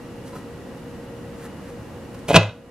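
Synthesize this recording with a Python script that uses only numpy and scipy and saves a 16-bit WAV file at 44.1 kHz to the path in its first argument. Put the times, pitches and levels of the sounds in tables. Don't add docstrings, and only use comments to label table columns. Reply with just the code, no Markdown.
import sys
import numpy as np
from scipy import signal
from scipy.fft import rfft, irfft
from scipy.io import wavfile
from scipy.ndimage import uniform_filter1d

SR = 44100
rng = np.random.default_rng(int(sys.argv[2]) if len(sys.argv) > 2 else 0)


def wav_out(sig):
    wavfile.write(sys.argv[1], SR, np.round(np.clip(np.atleast_2d(sig).T, -1, 1) * 32767).astype(np.int16))


N = 119070
T = np.arange(N) / SR
F = np.maximum(np.fft.rfftfreq(N, 1 / SR), 1)

# (time [s], knock [dB], clink [dB], crunch [dB], crunch fall [s])
PLATE_CONTACTS = [(2.284, -40, -65, -31, 0.0057), (2.289, -26.5, -40, -33, 0.02),
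                  (2.299, -19, -40, -31.5, 0.005), (2.306, -13.5, -40, -36, 0.0078),
                  (2.313, -17, -28.5, -40, 0.013), (2.333, -30, -29.5, -32.5, 0.006),
                  (2.344, -16.5, -16, -19, 0.0075), (2.350, -12, -16.5, -25.5, 0.0081),
                  (2.357, -14.5, -14, -14.5, 0.0063), (2.362, -9, -10, -5, 0.0044),
                  (2.365, -10.5, -15, -6.5, 0.0049), (2.376, -10.5, -21.5, -33.5, .01),
                  (2.390, -12, -20, -33, .01), (2.400, -27, -20.5, -42, .008), (2.412, -24, -23, -38, .01),
                  (2.419, -15.5, -30, -42, .008), (2.431, -37, -23.5, -27, 0.0057),
                  (2.452, -32, -36, -52, .008), (2.473, -38, -36, -54, .008),
                  (2.493, -41, -36, -50, 0.0095)]


def undb(db):
    return 10 ** (np.asarray(db) / 20)


def unit(x):
    return x / np.sqrt(np.mean(x ** 2))


def colour(x, table, turn=1):
    hz, db = np.array(table, float).T
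    return irfft(rfft(x) * turn * undb(np.interp(np.log(F), np.log(hz), db)), N)


def band(x, hz):
    return unit(signal.sosfilt(signal.butter(3, hz, "bandpass", fs=SR, output="sos"), x))


def wander(rate_hz):
    width = int(SR / rate_hz)
    smoothed = uniform_filter1d(rng.standard_normal(N), width, mode="wrap")
    return unit(uniform_filter1d(smoothed, width, mode="wrap"))


def swell(at, rise_s, fall_s):
    return np.exp(-np.where(T < at, (at - T) / rise_s, (T - at) / fall_s))


def grit(per_s, scatter_db):
    chance, polarity, size = rng.random((3, N))
    clicks = (chance < per_s / SR) * np.sign(polarity - .5)
    return unit(clicks * undb(-scatter_db * np.log(1 - size)))


def ring(times, levels_db, modes, push_s, scatter_db=3.5, detune=0.01):
    hz, db, t60 = np.array(modes, float).T[:, :, None]
    scatter = rng.standard_normal((len(times), 2, len(modes), 1))
    ringing, t = np.zeros(N + SR), T[:SR // 2]
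    for at, blow_db, (size, shift) in zip(times, levels_db, scatter):
        decays = undb(blow_db + db + scatter_db * size - 60 * t / t60)
        tones = np.sin(2 * np.pi * hz * (1 + detune * shift) * t)
        ringing[int(at * SR):][:len(t)] += np.sum(decays * tones, axis=0)
    push = np.exp(-.5 * ((np.arange(400) / SR - 3 * push_s) / push_s) ** 2)
    return -signal.fftconvolve(ringing, push / push.sum())[:N]


def room_air(level_db=-38.5):
    # (frequency [Hz], relative density [dB])
    spectrum = [(15, -45), (25, -12.5), (48, -10.5), (80, -5.5), (250, -3), (436, -12), (472, -7),
                (569, -14.5), (824, -17.5), (1870, -25.5), (2080, -28), (2940, -31.5), (3440, -34.5),
                (12600, -44), (14000, -55.5)]
    # (frequency [Hz], side minus mid [dB])
    width = [(60, -29), (110, -17.5), (200, -16), (380, -10), (700, -10), (1290, -8.5), (2380, -4.5),
             (4400, -2.5), (8120, -2.5), (15000, 12.5)]
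    mid, side = (colour(noise, spectrum) for noise in rng.standard_normal((2, N)))
    gain = undb(level_db) / np.std(mid)
    return gain * mid, gain * colour(side, width)


def appliance_hum(waver_db=2.5, drift_hz=2.54):
    # (frequency [Hz], rms level [dB])
    tones = [(118.4, -50), (473.7, -46.5), (538.3, -53.5), (839.8, -62.5), (1927, -64), (2729, -67.5),
             (2907, -67)]
    hum = np.zeros(N)
    for hz, db in tones:
        amplitude = np.sqrt(2) * undb(db + waver_db * wander(34))
        phase = 2 * np.pi * np.cumsum(hz + drift_hz * wander(12.1)) / SR
        hum += amplitude * np.sin(phase + 2 * np.pi * rng.random())
    return hum


def kitchen_reverb(x, level_db=-5, t60_s=0.31, delay_s=0.0028, band_hz=(300, 3980)):
    tail = rng.standard_normal(N) * undb(-60 * T / t60_s) * (T > delay_s)
    tail /= np.sqrt(np.sum(tail ** 2))
    tail = signal.lfilter(*signal.butter(1, band_hz, "bandpass", fs=SR), tail)
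    return undb(level_db) * signal.fftconvolve(x, tail)[:N]


def crust_crackles(treble_hz=(2490, 11500), body_hz=(650, 2060)):
    # (peak time [s], rise [s], fall [s], treble [dB], body [dB])
    flurries = [(.28, 0.024, .015, -52.5, -55), (.365, 0.027, 0.03, -52.5, -51.5),
                (.775, 0.0078, .01, -60, -69), (1.46, 0.068, 0.012, -52.5, -46),
                (1.7, 0.077, 0.018, -59, -52), (2.147, .004, 0.0087, -52, -47.5),
                (2.192, .004, 0.0076, -53.5, -67.5), (2.286, .003, .018, -35.5, -48),
                (2.331, 0.0045, .005, -41, -42)]
    treble, body = (band(grit(per_s=7200, scatter_db=1.2), hz) for hz in (treble_hz, body_hz))
    return sum(swell(at, rise, fall) * (undb(treble_db) * treble + undb(body_db) * body)
               for at, rise, fall, treble_db, body_db in flurries)


def fork_taps(push_s=0.00003):
    # (time [s], knock [dB], ping [dB])
    taps = [(.333, -42.5, -50), (.355, -43, -52), (.362, -37.5, -53)]
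    # (frequency [Hz], relative level [dB], t60 [s])
    iron_modes = [(586, 5, .03), (740, -3, 0.025), (993, 1.5, 0.043), (1300, 2.5, 0.037)]
    tine_modes = [(3040, -14, .03), (4000, 3, 0.052)]
    at, knock_db, ping_db = np.array(taps).T
    return ring(at, knock_db, iron_modes, push_s) + ring(at, ping_db, tine_modes, push_s)


def counter_boom(settle_s=2.495, settle_t60_s=0.05):
    # (time [s], level [dB])
    shoves = [(2.285, -22), (2.3072, -28.5), (2.327, -18), (2.345, -9.5), (2.362, -4), (2.382, -11)]
    # (frequency [Hz], relative level [dB], t60 [s])
    wood_modes = [(105.3, -8, 0.57), (167.2, 3.5, 0.14), (262, -13, 0.11), (338, -24.5, 0.15)]
    at, shove_db = np.array(shoves).T
    damping = undb(-60 * np.maximum(T - settle_s, 0) / settle_t60_s)
    return ring(at, shove_db, wood_modes, push_s=0.00042) * damping


def crust_crunch(rise_s=0.0018):
    # (frequency [Hz], relative level [dB])
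    spectrum = [(180, -19.5), (400, -6), (730, -2.5), (1840, -11), (2600, -6.5), (3800, -9), (4500, -16),
                (6670, -18), (12500, -34.5), (15500, -55)]
    bursts = sum(undb(db) * swell(at, rise_s, fall) for at, _, _, db, fall in PLATE_CONTACTS)
    return bursts * unit(colour(grit(per_s=12000, scatter_db=2), spectrum))


def plate_slap():
    # (frequency [Hz], relative level [dB], t60 [s])
    hollow_modes = [(529, -15.5, 0.023), (538, -7, 0.14), (610, -1.5, 0.061), (653.6, 2, 0.054),
                    (760, -12.5, 0.022), (848, -5.5, 0.027)]
    # (frequency [Hz], relative level [dB], t60 [s])
    ceramic_modes = [(972, -4, 0.043), (1112, -6.5, 0.062), (1300, -12, 0.041), (1500, -7, 0.074),
                     (1640, -2.5, 0.04), (2075, -1.5, 0.058), (2532, 1, 0.043), (2540, -4, 0.078),
                     (2685, -21, 0.045), (2966, -1, 0.026), (3283, -6.5, 0.054), (3710, -5.5, 0.044),
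                     (3896, -12.5, .07), (5420, -19, 0.03)]
    at, knock_db, clink_db, _, _ = np.array(PLATE_CONTACTS).T
    knock = ring(at, knock_db, hollow_modes, push_s=0.00013)
    clink = ring(at, clink_db, ceramic_modes, push_s=0.00003)
    return knock + clink


def scene():
    # (frequency [Hz], side minus mid [dB])
    near_width = [(60, -33), (110, -51.5), (200, -26), (380, -26), (700, -26.5), (1290, -18), (2380, -12.5),
                  (4400, -3), (8120, -0.5), (15000, 8)]
    handling = crust_crackles() + fork_taps()
    landing = crust_crunch() + counter_boom() + plate_slap()
    low_cut = signal.butter(2, 100, "highpass", fs=SR, output="sos")
    near = handling + signal.sosfilt(low_cut, landing)
    air_mid, air_side = room_air()
    mid = air_mid + appliance_hum() + near + kitchen_reverb(near)
    side_reverb = undb(-1) * kitchen_reverb(near)
    side = air_side + colour(near + side_reverb, near_width, turn=-1j)
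    return np.array([mid + side, mid - side])


def record(dry):
    threshold_db, cut_share, attack_s, release_db_per_s = -20.5, 0.49, 0.04, 4
    drive, top_hz = 1.073, 15650
    window = int(attack_s * SR)
    lag = lambda v: signal.lfilter(np.ones(window) / window, 1, v)
    level_db = 10 * np.log10(lag(np.mean(dry ** 2, axis=0)) + 1e-12)
    wanted_cut_db = np.maximum(level_db - threshold_db, 0) * cut_share
    release_db = release_db_per_s * T
    cut_db = np.maximum(np.maximum.accumulate(wanted_cut_db + release_db) - release_db, 0)
    driven = drive * dry * undb(-lag(cut_db))
    clipped = driven / (1 + driven ** 6) ** (1 / 6)
    return signal.sosfilt(signal.ellip(8, .2, 70, top_hz, fs=SR, output="sos"), clipped)


dry = scene()
out = record(dry)
wav_out(out)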